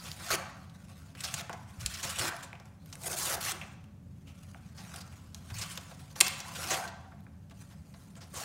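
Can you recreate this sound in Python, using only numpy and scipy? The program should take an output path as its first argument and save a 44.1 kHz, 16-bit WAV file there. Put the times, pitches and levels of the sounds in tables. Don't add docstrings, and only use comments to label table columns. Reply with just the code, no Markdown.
import sys
import numpy as np
from scipy import signal
from scipy.io import wavfile
from scipy.ndimage import uniform_filter1d

SR = 44100
rng = np.random.default_rng(int(sys.argv[2]) if len(sys.argv) > 2 else 0)


def wav_record(signal):
    frames = np.transpose(np.atleast_2d(signal))
    bounded = np.clip(frames, -1, 1)
    quanta = np.round(bounded * 32767).astype(np.int16)
    wavfile.write(sys.argv[1], SR, quanta)


N = 372204

# start_s, end_s, first_db, last_db, sheet_rel_db
PULLS = [(0, 0.131, -50, -47.5, -8), (0.155, 0.297, -60, -37.5, -6.5), (0.306, 0.359, -29, -30.5, -2.5),
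         (1.17, 1.415, -51, -42.5, -9), (1.503, 1.62, -59, -71, 11), (1.799, 2.19, -47, -41.5, -9.5),
         (2.181, 2.296, -36.5, -35.5, -2.5), (2.948, 3.086, -67, -40, 1), (3.09, 3.154, -44.5, -46.5, 2.5),
         (3.162, 3.357, -39, -33.5, -4.5), (3.406, 3.524, -41, -35, -8.5), (3.615, 3.74, -61.5, -68, 4),
         (4.751, 5.018, -58, -50.5, -1.5), (5.539, 5.78, -47.5, -51.5, -11),
         (6.157, 6.207, -45.5, -55.5, -4), (6.23, 6.46, -42, -59, -3), (6.436, 6.723, -54.5, -38, -3.5),
         (6.729, 6.893, -38, -56, 2), (8.34, 8.439, -48, -42, -1.5)]
# time_s, level_db
NUDGES = [(0, -51.5), (.71, -71), (.94, -61), (1.17, -68), (1.67, -62), (2.42, -56.5), (2.55, -76),
          (2.78, -73), (2.9, -63.5), (3.9, -84), (4.1, -78.5), (4.42, -64.5), (4.75, -68), (5.17, -60),
          (5.29, -68.5), (5.5, -59), (6.03, -59.5), (6.15, -65), (7.0, -78), (7.49, -81), (7.63, -63.5),
          (7.78, -71.5), (8.06, -65), (8.2, -77), (8.34, -63)]
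NUDGE_SHEET_REL_DB = -4.5
DEBRIS_DB, DEBRIS_DB_PER_S = -19.5, 95
SETTLE_DB, SETTLE_DB_PER_S = -4, 130.5
# freq_hz, density_db_per_hz
FIBRE_SPECTRUM = [(710, -39), (1200, -4), (2680, 2), (3220, -0.5), (6650, -1.5), (7330, -3.5), (8630, -4),
                  (14500, -14), (16000, -13.5)]
# time_s, extra_treble_db
SKIN_TREBLE = [(0, -7), (2.6, -35), (3.0, 11), (3.7, -10), (4.3, -16.5), (8.44, 0)]
# freq_hz, width_hz (of each of two passes), gain_db
SHEET_MODES = [(369, 100, -4.5), (543, 145, -0.5), (684.4, 56, 4.5), (755, 82, 4.5), (858, 130, 3.5),
               (1004.7, 210, 0), (1132, 217, 0), (1305, 380, -2), (1497, 290, -9.5), (1674, 1000, -12.5)]

# start_s, tone_peak_db, knock_rel_db (before KNOCK_LIFT_DB), pitch_hz, t60_s
SNAPS = [(0.1151, -25, -28, 4030, 0.016), (0.6958, -47.5, -23, 3640, 0.054), (1.1503, -42, -1, 3000, 0.078),
         (1.3394, -20.5, -17.5, 6400, 0.042), (1.4945, -34.5, 4.5, 2800, 0.036),
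         (1.5284, -35, 5, 5600, 0.046), (1.8607, -14, -37, 7000, 0.022), (2.1864, -19.5, -18, 7600, 0.039),
         (2.1936, -19.5, -13, 8100, 0.064), (2.3646, -34, -11, 9500, 0.027), (2.5292, -36, 5, 2370, 0.013),
         (2.5521, -43, -5, 2380, 0.032), (2.5985, -44, 3, 5430, 0.027), (2.655, -49, 2, 6200, 0.045),
         (2.8589, -46, -12, 12000, 0.03), (2.9267, -31.5, -12, 5800, 0.056),
         (2.9537, -32, -13, 8310, 0.017), (3.0651, -36, -20, 7800, 0.03), (3.1288, -26.5, -16, 6000, 0.078),
         (3.6132, -31.5, -10, 2330, 0.098), (3.84, -51, -9, 2720, 0.026),
         (4.5456, -47.5, 15.5, 3250, 0.0087), (5.3453, -26.5, -17.5, 6040, 0.026),
         (5.7743, -25, -10, 3230, 0.042), (5.9115, -48, 9.5, 2900, 0.052),
         (6.1579, -37.5, -18.5, 3000, 0.05), (6.2034, -11, -18.5, 9000, 0.048),
         (6.2088, 0, -15, 7600, 0.023), (6.2804, -20, -35, 12000, 0.024), (6.4023, -28, -17, 5470, 0.061),
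         (6.4494, -45, 13, 2000, 0.023), (6.8763, -33.5, -4, 4050, 0.06), (7.205, -53, -25, 13500, 0.02),
         (7.2654, -55, 9, 2466, 0.034), (7.4974, -47.5, -16, 3330, 0.027), (7.5916, -51, -22, 12000, 0.03),
         (7.9394, -44.5, -1, 4200, 0.07), (8.1534, -46.5, -12, 2970, 0.035)]
# start_s, tone_peak_db, knock_rel_db (before KNOCK_LIFT_DB), pitch_hz, length_s
CRUNCHES = [(0.047, -36.5, -8, 3200, 0.044), (0.199, -42, -0.5, 2000, 0.018), (0.744, -64, 7, 2030, 0.025),
            (1.205, -29.5, -26, 7530, 0.0076), (1.235, -24.5, -15.5, 5100, 0.023),
            (1.392, -30.5, -6, 3770, 0.012), (1.807, -36, -14, 5900, 0.015),
            (1.9375, -31, -28, 5150, 0.015), (2.0276, -25, -9, 6500, 0.025), (2.092, -28, -25, 7300, 0.022),
            (2.425, -35.5, -5, 7100, 0.023), (3.295, -36, 2, 1990, 0.056), (4.267, -47, -12, 2760, 0.049),
            (4.7734, -39, -7.5, 4840, 0.033), (4.9585, -34, -17, 8500, 0.0087),
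            (5.005, -40, -21, 4470, 0.018), (5.499, -40, -1.5, 3200, 0.015),
            (5.582, -29, -14.5, 7100, 0.023), (5.612, -26, -17, 4840, 0.021),
            (5.707, -33.5, -31.5, 8000, 0.032), (6.2426, -27, -13.5, 5700, 0.014),
            (6.263, -22, -12, 5140, 0.014), (6.548, -30.5, -11.5, 2960, 0.026),
            (6.702, -21, -5, 6230, 0.038), (6.736, -24, -11, 2960, 0.021), (7.038, -60, 11, 2005, 0.026),
            (7.117, -62.5, 16.5, 2370, 0.016), (7.17, -66, 8, 1974, 0.03), (7.33, -72, 10, 2000, 0.018),
            (7.5068, -50.5, 3.5, 3420, 0.017), (7.699, -54.5, 0.5, 3270, 0.04),
            (8.161, -46.5, -1.5, 7000, 0.029), (8.205, -42.5, -6.5, 5000, 0.042),
            (8.345, -31, -14, 6500, 0.061)]
FIZZ_DB, CRACK_DB, KNOCK_LIFT_DB = -23.5, -2, 9.5
DULL_HZ, DULL_DB_PER_OCTAVE = 3000, 70

# start_s, level_db (before onset and decay), pitch_hz, t60_s
THUDS = [(0.326, -33.5, 91, 0.11), (1.336, -39, 151, 0.17), (1.784, -35.5, 92, 0.24),
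         (1.814, -32, 117, 0.18), (1.849, -35.5, 62, 0.28), (2.051, -25.5, 142, 0.042),
         (2.199, -33, 115, 0.1), (5.519, -32, 99, 0.2), (5.554, -33, 109, 0.16), (5.598, -34, 93, 0.15)]

# freq_hz, t60_s, rel_db
ROOM_BANDS = [(250, 0.34, -17), (810, 0.93, 3), (2050, 0.72, 1), (5560, 0.75, -5.5), (12000, 0.27, -4)]
ROOM_DB = -10.5

# freq_hz, density_db_per_hz
HUM_SPECTRUM = [(19, -51), (32, -31), (77, 1.5), (191, 3), (211, -1.5), (247, -14.5), (383, -26.5),
                (472, -32), (551, -22), (791, -35.5), (973, -35.5), (2670, -61.5), (6110, -42.5),
                (15500, -48)]
HUM_RMS_DB = -52
# freq_hz, width_hz, rms_db
HUM_TONES = [(85.9, 12, -55.5), (160, 14, -62.5), (269.7, 4.1, -68.5), (576, 8.4, -79)]

EDGE_HZ = 15850


def tearing():
    t_s = np.arange(N) / SR
    fibre_db, flex_db = tugs(t_s)
    fibre_gain = uniform_filter1d(gain_of(fibre_db), size=400)
    flex_gain = uniform_filter1d(gain_of(flex_db), size=400)

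    slack = np.clip((-29 - fibre_db) / 15, 0, 1)
    breaks = crackle(per_s=14000, spread_db=2.5, clump_db=0.46, jerk_db=2.8 * slack)

    rip = coloured(breaks, FIBRE_SPECTRUM, size=256, patchy_db=3.5)
    treble_gain = gain_of(np.interp(t_s, *np.transpose(SKIN_TREBLE)))
    rip += treble_gain * resonate(rip, 12000, 9000)

    sheet = coloured(hollow(breaks), [(1, 0), (SR, 0)], size=512, patchy_db=4.5)
    return fibre_gain * rip + flex_gain * sheet


def tugs(t_s):
    fibre_db = np.interp(t_s, *np.transpose(NUDGES))
    flex_db = fibre_db + NUDGE_SHEET_REL_DB
    for start_s, end_s, first_db, last_db, sheet_rel_db in PULLS:
        tension_db = np.interp(t_s, [start_s, end_s], [first_db, last_db])
        pull_db = np.where(t_s < start_s, -np.inf, tension_db)
        after, since_s = t_s > end_s, t_s - end_s
        debris_db = after * (DEBRIS_DB - DEBRIS_DB_PER_S * since_s)
        settle_db = after * (SETTLE_DB - SETTLE_DB_PER_S * since_s)
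        fibre_db = np.maximum(fibre_db, pull_db + debris_db)
        flex_db = np.maximum(flex_db, pull_db + sheet_rel_db + settle_db)
    return fibre_db, flex_db


def crackle(per_s, spread_db, clump_db, jerk_db):
    broken = rng.random(N) < per_s / SR
    size = np.minimum(rng.exponential(1, N), 4)
    sign, clump, jerk = rng.standard_normal((3, N))
    clump = evened(uniform_filter1d(clump, size=120))
    jerk = evened(uniform_filter1d(jerk, size=700))
    level_db = spread_db * size + clump_db * clump + jerk_db * jerk
    return evened(sign * broken * gain_of(level_db))


def hollow(x):
    out = 0
    for freq_hz, width_hz, gain_db in SHEET_MODES:
        once = resonate(x, freq_hz, width_hz)
        out = out + gain_of(gain_db) * resonate(once, freq_hz, width_hz)
    return out


def bites(events, envelope):
    t_s, bright, knock = np.arange(5000) / SR, np.zeros(N), np.zeros(N)
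    for start_s, peak_db, knock_rel_db, pitch_hz, span_s in events:
        burst = rng.standard_normal(len(t_s)) * envelope(t_s, span_s)
        dull_db = DULL_DB_PER_OCTAVE * min(np.log2(pitch_hz / DULL_HZ), 0)
        crack = gain_of(CRACK_DB + dull_db) * resonate(burst, 3200, 5000)
        width_hz = 0.44 * pitch_hz
        pitched = resonate(resonate(burst, pitch_hz, width_hz), pitch_hz, width_hz)
        tone = above(crack + 0.74 * pitched, 1700)
        fizz = gain_of(FIZZ_DB + dull_db) * above(burst, 8300)
        add(bright, start_s, gain_of(peak_db) * (tone / abs(tone).max() + fizz))
        add(knock, start_s, gain_of(peak_db + knock_rel_db + KNOCK_LIFT_DB) * burst)
    return bright + hollow(knock)


def snap(t_s, t60_s):
    t_s = np.maximum(t_s - .0006, 0)
    onset = 1 - np.exp(-t_s / .0001)
    trail = gain_of(-60 * t_s / max(t60_s, .004))
    return onset * (1.4 * np.exp(-t_s / 0.00047) + trail)


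def crunch(t_s, length_s):
    u = 3 * t_s / max(length_s, .003)
    return u * np.exp(1 - u)


def thuds():
    t_s, out = np.arange(SR // 2) / SR, np.zeros(N)
    for start_s, level_db, pitch_hz, t60_s in THUDS:
        onset = 1 - np.exp(-t_s / 0.0027)
        decay = gain_of(level_db - 60 * t_s / t60_s)
        add(out, start_s, decay * onset * np.sin(2 * np.pi * pitch_hz * t_s))
    return out


def room(x):
    taps = np.zeros(SR)
    starts = np.arange(240, SR - 20, 20)
    taps[starts + rng.integers(0, 20, len(starts))] = rng.choice([-1., 1.], len(starts))

    freq_hz, t_s, z = signal.stft(taps, SR, nperseg=256)
    t60_s = read([(hz, t60) for hz, t60, _ in ROOM_BANDS], freq_hz)[:, None]
    band_db = read([(hz, db) for hz, _, db in ROOM_BANDS], freq_hz)[:, None]
    decay_db = -60 * t_s / t60_s
    flat = signal.istft(z * gain_of(decay_db), SR, nperseg=256)[1]
    tail = signal.istft(z * gain_of(band_db + decay_db), SR, nperseg=256)[1]

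    rise = 1 - np.exp(-np.arange(len(tail)) / SR / 0.0064)
    return signal.fftconvolve(x, rise * tail / np.linalg.norm(rise * flat))[:N]


def house():
    out = gain_of(HUM_RMS_DB) * coloured(rng.standard_normal(N), HUM_SPECTRUM, size=2048, patchy_db=0.9)
    for freq_hz, width_hz, rms_db in HUM_TONES:
        out += gain_of(rms_db) * evened(resonate(rng.standard_normal(N), freq_hz, width_hz))
    return out


def gain_of(db):
    return 10 ** (np.asarray(db) / 20)


def evened(x):
    return x / np.sqrt(np.mean(x ** 2) + 1e-20)


def read(points, freq_hz):
    table_hz, value = np.transpose(points)
    return np.interp(np.log(freq_hz + 1), np.log(table_hz + 1), value)


def add(mix, start_s, sound):
    part = mix[round(start_s * SR):][:len(sound)]
    part += sound[:len(part)]


def resonate(x, freq_hz, width_hz):
    r, w = np.exp(-np.pi * width_hz / SR), 2 * np.pi * freq_hz / SR
    return signal.lfilter([(1 - r * r) / 2, 0, (r * r - 1) / 2], [1, -2 * r * np.cos(w), r * r], x)


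def above(x, cutoff_hz):
    return signal.sosfilt(signal.butter(4, cutoff_hz, "high", fs=SR, output="sos"), x)


def coloured(x, spectrum, size, patchy_db):
    freq_hz, _, z = signal.stft(x, SR, nperseg=size, noverlap=size * 3 // 4)
    patches = rng.standard_normal(z.shape)
    patches = uniform_filter1d(patches, size=2, axis=0)
    patches = evened(uniform_filter1d(patches, size=20, axis=1))
    z = z * gain_of(read(spectrum, freq_hz)[:, None] + patchy_db * patches)
    return evened(signal.istft(z, nperseg=size, noverlap=size * 3 // 4)[1][:N])


def scene():
    dog = tearing() + bites(SNAPS, snap) + bites(CRUNCHES, crunch)
    return (dog + gain_of(ROOM_DB) * room(dog) + thuds() + house())[None]


def record(dry):
    clipped = np.clip(dry, -.95, .95)
    lowpass = signal.firwin(511, EDGE_HZ, window=("kaiser", 9), fs=SR)
    return signal.oaconvolve(clipped, lowpass[None], "same")


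dry = scene()
out = record(dry)
wav_record(out)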